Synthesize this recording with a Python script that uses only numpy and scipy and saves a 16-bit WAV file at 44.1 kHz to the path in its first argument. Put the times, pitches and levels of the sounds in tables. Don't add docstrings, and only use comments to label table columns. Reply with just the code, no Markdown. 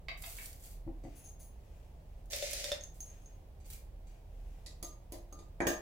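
import sys
import numpy as np
from scipy import signal
from scipy.fft import rfft, irfft
from scipy.io import wavfile

SR = 44100
rng = np.random.default_rng(int(sys.argv[2]) if len(sys.argv) > 2 else 0)


def put_to_file(sound):
    columns = np.atleast_2d(sound).T
    safe = np.clip(columns, -1, 1)
    whole_steps = np.round(safe * 32767)
    wavfile.write(sys.argv[1], SR, whole_steps.astype(np.int16))


N = 256220
TIME = np.arange(N) / SR
RING_TIME = np.arange(SR // 2) / SR
HIT_SIZE = np.sqrt(SR / 100)


def amp(db):
    return 10 ** (np.asarray(db) / 20)


def look_up(table, hz):
    freqs, values = np.transpose(table)
    return np.interp(np.log(hz + 1), np.log(freqs), values)


def unit(x):
    return x / np.sqrt(np.sum(x ** 2) + 1e-20)


def add(mix, start, sound):
    part = mix[max(round(start * SR), 0):][:len(sound)]
    part += sound[:len(part)]


def convolve(x, response):
    return signal.fftconvolve(x, response)[:len(x)]


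def drift(per_s):
    keep_slow = np.exp(-(np.fft.rfftfreq(N, 1 / SR) / per_s) ** 2)
    return np.sqrt(N) * unit(irfft(rfft(rng.standard_normal(N)) * keep_slow, N))


def stroke(start, length, rise_s, fade_db_per_s):
    t = TIME - start
    return np.clip(t / rise_s, 0, 1) * amp(-fade_db_per_s * np.clip(t - length, 0, 1))


def click(tone, tilt=0, size=4096):
    hz = abs(np.fft.fftfreq(size, 1 / SR))
    log_gain = np.log(amp(look_up(tone, hz) + tilt * np.log2(hz + 50)))
    spectrum = np.exp(np.conj(signal.hilbert(log_gain)))
    return unit(np.fft.ifft(spectrum).real[:size // 2])


def hit(tone, t60, scatter, tilt=0):
    shudder = scatter * unit(rng.standard_normal(len(RING_TIME)) * amp(-60 * RING_TIME / t60))
    shudder[0] += 1
    return HIT_SIZE * unit(convolve(shudder, click(tone, tilt)))


def ring(notes, length=1):
    return sum(amp(db - 60 * RING_TIME / (t60 * length)) * np.sin(2 * np.pi * hz * RING_TIME)
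               for hz, db, t60 in notes)


def rattle(gain, per_s, spread_db):
    chance, size, sign = rng.random(N), rng.exponential(1, N), rng.choice([-1, 1], N)
    hits = (chance < per_s / SR) * sign * amp(spread_db * np.minimum(size, 3.5))
    return np.sqrt(N) * unit(hits) * gain


# (frequency [Hz], likeness [0 to 1])
LIKENESS = [(40, 1), (130, 0.91), (300, 0.8), (600, 0.45), (1200, 0), (4000, 0), (16000, 0)]


def diffuse(spectra, hz):
    same = np.clip(look_up(LIKENESS, hz), -1, 1)[:, None]
    return np.array([spectra[0], same * spectra[0] + np.sqrt(1 - same ** 2) * spectra[1]])


# (frequency [Hz], time to drop 60 dB [s])
ECHO_TIMES = [(150, 0.23), (400, 0.29), (900, 0.45), (2500, 0.34), (6000, 0.28), (10000, 0.25),
              (16000, 0.25)]


def in_room(x, echo_db, left_db, lag_ms=0):
    echoes = rng.standard_normal((2, SR // 2)) * (rng.random((2, SR // 2)) < .15)
    echoes[:, :SR // 400] = 0
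    hz, t, spectra = signal.stft(echoes, SR, nperseg=256)
    fade = amp(-60 * t / look_up(ECHO_TIMES, hz)[:, None])
    tails = signal.istft(diffuse(spectra, hz) * fade, SR, nperseg=256)[1]
    delayed = np.roll(x, round(lag_ms * SR / 1000))
    direct = np.array([amp(left_db / 2) * delayed, amp(-left_db / 2) * x])
    return direct + amp(echo_db) * np.array([convolve(x, unit(tail)) for tail in tails])


# (frequency [Hz], level [dB])
HUM_NOTES = [(37.7, -52.5), (59.8, -63), (78, -77.5), (156.5, -72.5)]
# (frequency [Hz], level [dB])
AIR_TONE = [(20, -8.5), (35, -8.5), (48, -0.5), (60, -0.5), (90, -7), (130, -13.5), (200, -20.5),
            (300, -24), (620, -22.5), (800, -26), (1350, -40), (2400, -41), (5000, -47), (9000, -50),
            (16000, -47.5)]


def room_hum():
    hum = np.zeros(N)
    for hz, db in HUM_NOTES:
        gain = amp(db + 3.25 * drift(per_s=2.55))
        hum += gain * np.sin(2 * np.pi * (hz * TIME + rng.random()) + 0.22 * drift(per_s=4.9))
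    hz, _, noise = signal.stft(rng.standard_normal((2, N)), SR, nperseg=4096)
    shaped = diffuse(noise, hz) * amp(look_up(AIR_TONE, hz))[:, None]
    air = signal.istft(shaped, SR, nperseg=4096)[1][:, :N]
    lean_right = amp([[-.8], [.8]])
    return np.sqrt(2) * (hum + amp(-54) * np.sqrt(N) * unit(air)) * lean_right


# (time [s], level [dB])
HOPPER_KNOCKS = [(0.0844, -30.5), (0.238, -39.5), (0.3853, -39.5)]
# (frequency [Hz], level [dB])
HOPPER_TONE = [(300, -53), (540, -39), (680, -13), (880, -30), (1150, -19.5), (1500, -21), (2000, -15),
               (2280, -4.5), (3000, -18), (3700, -15), (4200, -26.5), (4700, -23.5), (5800, -42),
               (16000, -47)]
# (frequency [Hz], level [dB], ring time before shortening [s])
HOPPER_NOTES = [(670, -37, 0.14), (1740, -4, 0.02), (2170, -4, 0.033), (2330, -6, 0.04), (2760, -11, 0.036),
                (3740, -6, 0.017), (4670, -11.5, 0.15)]


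def hopper_knocks():
    knocks = np.zeros(N)
    for start, db in HOPPER_KNOCKS:
        add(knocks, start, amp(db - 13) * hit(HOPPER_TONE, t60=0.02, scatter=4.9))
        add(knocks, start, amp(db - 15) * ring(HOPPER_NOTES, length=0.4))
    return in_room(knocks, echo_db=6.5, left_db=-5)


# (time [s], length [s], level [dB], fade [dB/s])
POURS = [(0.214, 0.21, -51.5, 118), (0.631, 0.07, -57.5, 332), (2.937, 0.092, -68.5, 300),
         (3.698, 0.021, -54, 240)]
# (frequency [Hz], level [dB])
BEAN_TONE = [(300, -20), (650, -16), (1100, -10), (2300, -1.5), (3200, -3), (4700, 0), (5600, -1.5),
             (6800, 3), (9500, 3.5), (14000, 4.5), (16000, -2.5)]


def pouring_beans():
    lead_s, rise_s = 0.046, 0.0052
    flow = np.zeros(N)
    for start, length, db, fade in POURS:
        trickle = amp(-8.5) * stroke(start - lead_s, lead_s, rise_s, fade)
        slide = stroke(start, length, rise_s, fade)
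        flow += amp(db) * np.maximum(trickle, slide)
    hits = rattle(flow, per_s=1700, spread_db=8)
    return in_room(amp(-4) * convolve(hits, click(BEAN_TONE)), echo_db=6, left_db=-4, lag_ms=-.14)


# (time [s], level [dB])
SNAPS = [(0.2227, -45), (0.4588, -42.5), (0.5297, -50), (0.65, -57), (2.258, -65), (2.3077, -48),
         (2.321, -44), (2.3618, -38), (2.5108, -39), (2.5327, -35), (2.641, -49), (3.703, -47.5),
         (3.7338, -48)]


def snapping_beans():
    snaps = np.zeros(N)
    for start, db in SNAPS:
        add(snaps, start, amp(db - 6) * hit(BEAN_TONE, t60=0.023, scatter=1.6, tilt=0.93))
    return in_room(snaps, echo_db=-0.5, left_db=-6, lag_ms=.2)


# (frequency [Hz], level [dB], full ring time [s])
BOWL_NOTES = [(6478, -3, 0.25), (6580, -10, .07), (10230, -4, 0.14), (10420, 0, 0.08), (13128, 8, .12),
              (14620, -3, 0.13), (15060, 7, .15), (15280, 4, .1)]
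# (frequency [Hz], level change [dB])
FINGER_MUTE = [(10400, 1.5), (13128, -29), (14620, -4), (15200, -21)]


def bowl_notes(held):
    return [(hz, db + held * look_up(FINGER_MUTE, hz), t60) for hz, db, t60 in BOWL_NOTES]


# (time [s], length [s], low notes [dB], high notes [dB])
SCRAPES = [(0.62, 0.06, -67, -78), (1.15, 0.047, -63, -63.5), (1.235, 0.04, -55, -68),
           (1.391, 0.027, -58.5, -58), (2.824, 0.032, -71, -78), (2.997, 0.053, -52.5, -67.5),
           (3.209, 0.038, -68.5, -81)]


def spoon_scrapes():
    low_gain, high_gain = np.zeros((2, N))
    for start, length, low_db, high_db in SCRAPES:
        pressure = stroke(start, length, rise_s=0.007, fade_db_per_s=265)
        low_gain += amp(low_db) * pressure
        high_gain += amp(high_db) * pressure
    low_slips, high_slips = (rattle(gain, per_s=1300, spread_db=4) for gain in (low_gain, high_gain))
    notes = bowl_notes(held=True)
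    low_ring = amp(-5.5) * convolve(low_slips, unit(ring(notes[:2], length=0.21)))
    high_ring = amp(-1) * convolve(high_slips, unit(ring(notes[2:], length=0.45)))
    hiss = amp(-6) * convolve(high_slips, click(BEAN_TONE))
    return in_room(low_ring + high_ring + hiss, echo_db=-0.5, left_db=4)


# (time [s], level [dB], brightness [dB/octave])
BUMPS = [(0.866, -40.5, -8), (0.8767, -43.5, -0.5), (1.038, -47.5, -2), (1.050, -44, -1)]
# (frequency [Hz], level [dB])
BUMP_TONE = [(50, -6), (120, -1), (190, -11.5), (262, 7), (340, 3), (430, -14), (570, -5), (780, -14),
             (1000, -23), (1600, -34), (2000, -24), (2600, -38), (8000, -63)]


def grinder_bumps():
    bumps = np.zeros(N)
    for start, db, tilt in BUMPS:
        add(bumps, start, amp(db) * hit(BUMP_TONE, t60=0.062, scatter=2.1, tilt=tilt))
    return in_room(bumps, echo_db=1.5, left_db=2.5)


# (time [s], level [dB])
RIM_TOUCHES = [(1.037, -54.5), (3.6022, -58), (3.6459, -55), (3.7035, -53), (4.0706, -56.5)]
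# (frequency [Hz], level [dB], ring time [s])
RIM_NOTES = [(2395, 1, 0.24), (2850, -12, 0.25), (3820, -13, 0.16), (4680, 3, 0.3), (6030, -2, 0.22),
             (6480, 6, 0.086), (7830, -2, 0.075), (8950, -1, 0.1)]
# (frequency [Hz], level [dB])
TICK_TONE = [(1000, -17), (1500, -25), (1900, -1.5), (2400, -8), (3000, -7), (3800, 0.5), (4200, -4),
             (4680, 2), (5200, -3), (7500, 1), (8800, -8.5), (10500, -3.5), (13000, -16), (16000, -20)]


def rim_touches():
    touches = np.zeros(N)
    for start, db in RIM_TOUCHES:
        add(touches, start, amp(db - 24) * ring(RIM_NOTES))
        add(touches, start, amp(db - 20.5) * hit(TICK_TONE, t60=0.079, scatter=2.9))
    return in_room(touches, echo_db=7.5, left_db=-11)


# (time of fastest movement [s], half length [s], level [dB])
ARM_MOVES = [(1.16, 0.12, -66.5), (1.752, 0.19, -71.5), (2.16, 0.14, -77), (3.12, 0.072, -67.5),
             (3.274, 0.15, -72), (4.125, 0.063, -71.5), (4.518, 0.22, -70)]
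# (frequency [Hz], level [dB])
CLOTH_TONE = [(500, -14), (1500, -1.5), (2700, 1.5), (4000, -7.5), (6500, -4.5), (10000, -10.5),
              (16000, -10.5)]


def sleeve_rustle():
    speed = sum(amp(db) * np.exp(-((TIME - peak) / half) ** 2) for peak, half, db in ARM_MOVES)
    catches = rattle(speed, per_s=5000, spread_db=3)
    return in_room(amp(-10) * convolve(catches, click(CLOTH_TONE)), echo_db=3, left_db=18)


# (frequency [Hz], level [dB])
CRUNCH_TONE = [(500, -45), (1050, -20), (1500, -11), (2100, 0.5), (2700, -1.5), (3100, -1), (3600, 0),
               (4300, 2.5), (5300, 2), (6400, 3), (7500, -0.5), (10000, -7), (15500, -14)]
# (frequency [Hz], level [dB])
HOLLOW_TONE = [(250, -46), (380, -12), (480, -10.5), (545, 4), (578, 9.5), (615, 0.5), (700, -9),
               (850, -20), (1200, -49.5)]
CUP_MOUTH_LEFT_DB = 9


def digging_beans():
    start = 2.3
    bite_db = 8 * np.exp(-((TIME - start) / 0.051) ** 2)
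    effort = amp(-49 + bite_db) * stroke(start, length=0.37, rise_s=0.023, fade_db_per_s=198)
    hits = rattle(effort, per_s=1800, spread_db=3.5) * amp(1.77 * drift(per_s=39))
    crunch = convolve(hits, click(CRUNCH_TONE))
    hollow = amp(-7) * convolve(hits, click(HOLLOW_TONE))
    return (in_room(crunch, echo_db=3.5, left_db=0, lag_ms=.1)
            + in_room(hollow, echo_db=-1.5, left_db=CUP_MOUTH_LEFT_DB, lag_ms=-0.15))


# (time [s], low notes [dB], high notes and tick [dB])
CLINKS = [(2.3017, -46, -66), (2.81, -39, -68), (2.8374, -35, -61), (3.0051, -37, -53), (3.1009, -50, -73),
          (3.259, -50.5, -78), (4.8279, -44, -44), (4.8474, -39.5, -68), (5.1216, -53, -47),
          (5.3263, -47.5, -63), (5.6191, -43.5, -81), (5.671, -32, -45.5), (5.6824, -36, -52)]


def spoon_clinks():
    lift_s, let_go_s = 2.9, 5.65
    buried_ring, held_ring, free_ring = 0.11, 0.41, 0.54
    clinks = np.zeros(N)
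    for start, low_db, high_db in CLINKS:
        held = start < let_go_s
        notes = [(hz, db + (high_db if hz > 8000 else low_db), t60) for hz, db, t60 in bowl_notes(held)]
        length = buried_ring if start < lift_s else held_ring if held else free_ring
        tick = amp(high_db - 1) * hit(BEAN_TONE, t60=0.013, scatter=11, tilt=14)
        add(clinks, start, ring(notes, length) + tick)
    return in_room(amp(-1.5) * clinks, echo_db=-1, left_db=-3, lag_ms=0.48)


# (time [s], bean crunch [dB], wall ring [dB], hollow hoot [dB])
CUP_KNOCKS = [(2.3326, -41, -38.5, -43.5), (2.4249, -44.5, -43, -37.5), (2.5321, -43, -47, -51.5),
              (2.6423, -41.5, -36.5, -45.5), (2.7177, -42, -29.5, -37)]
# (frequency [Hz], level [dB], ring time [s])
WALL_NOTES = [(1842, -11, 0.044), (2795, -20, 0.065), (3550, -7.5, 0.035), (3620, 0, 0.019),
              (5260, -1.5, 0.012), (6500, -10, 0.029)]


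def cup_knocks():
    wall, hollow = np.zeros((2, N))
    for start, crunch_db, wall_db, hollow_db in CUP_KNOCKS:
        add(wall, start, amp(wall_db) * ring(WALL_NOTES))
        add(wall, start, amp(crunch_db) * hit(CRUNCH_TONE, t60=0.042, scatter=4))
        add(hollow, start, amp(hollow_db) * HIT_SIZE * click(HOLLOW_TONE))
    return (in_room(wall, echo_db=0.5, left_db=-6)
            + in_room(hollow, echo_db=-2, left_db=CUP_MOUTH_LEFT_DB, lag_ms=-0.12))


# (time [s], thud [dB], tick [dB], handle ring [dB])
TRAY_HITS = [(4.662, -55, -45.5, -72), (4.827, -40, -44.5, -52.5), (5.122, -39, -51, -74),
             (5.139, -43, -55, -79), (5.325, -46.5, -60.5, -52.5), (5.39, -48, -58, -67),
             (5.604, -21.5, -48, -60), (5.619, -29, -61, -62), (5.669, -20.5, -35, -45),
             (5.68, -45, -38, -64)]
# (frequency [Hz], level [dB], ring time [s])
TRAY_NOTES = [(185, -14.5, 0.42), (217.6, -15, 0.33), (289.2, -1, 0.18), (343, -2.5, 0.38),
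              (436, -6.5, 0.16), (547, -15.5, 0.25), (790, -18, 0.52), (950, -29, 0.18)]
HANDLE_NOTES = [(1212, 4.5, 0.19), (1300, -6.5, 0.23), (4689, -11.5, 0.33), (8040, -16, 0.25)]
# (frequency [Hz], level [dB])
THUD_TONE = [(60, -30), (150, -12), (300, 5), (450, -2.5), (620, 4), (900, -7.5), (1300, -19), (2500, -76)]
CLACK_TONE = [(700, -10.5), (1100, -6), (1350, -9), (1640, 5), (1890, 4.5), (2060, -7), (2300, -3),
              (3000, -14.5), (6000, -45)]


def spoon_on_tray():
    boom, thud, bright = np.zeros((3, N))
    for start, thud_db, tick_db, handle_db in TRAY_HITS:
        clack_db = -35.5 + 2.1 * (thud_db + 20)
        add(boom, start, amp(thud_db - 11) * ring(TRAY_NOTES))
        add(thud, start, amp(thud_db - 11.5) * hit(THUD_TONE, t60=0.17, scatter=6.6))
        add(bright, start, amp(clack_db) * hit(CLACK_TONE, t60=0.011, scatter=7))
        add(bright, start, amp(handle_db - 9.5) * ring(HANDLE_NOTES))
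        add(bright, start, amp(tick_db - 6) * hit(TICK_TONE, t60=0.056, scatter=2.9))
    low = in_room(boom, echo_db=-7.5, left_db=-2) + in_room(thud, echo_db=3, left_db=7)
    return low + in_room(bright, echo_db=4, left_db=-7, lag_ms=0.89)


def scene():
    beans = pouring_beans() + digging_beans() + snapping_beans()
    knocks = cup_knocks() + hopper_knocks() + rim_touches() + grinder_bumps()
    spoon = spoon_clinks() + spoon_scrapes() + spoon_on_tray()
    return beans + knocks + spoon + sleeve_rustle() + room_hum()


def record(dry):
    treble_cut = signal.firwin(511, cutoff=16150, window=("kaiser", 9), fs=SR)
    return signal.oaconvolve(dry, treble_cut[None], "same")


dry = scene()
out = record(dry)
put_to_file(out)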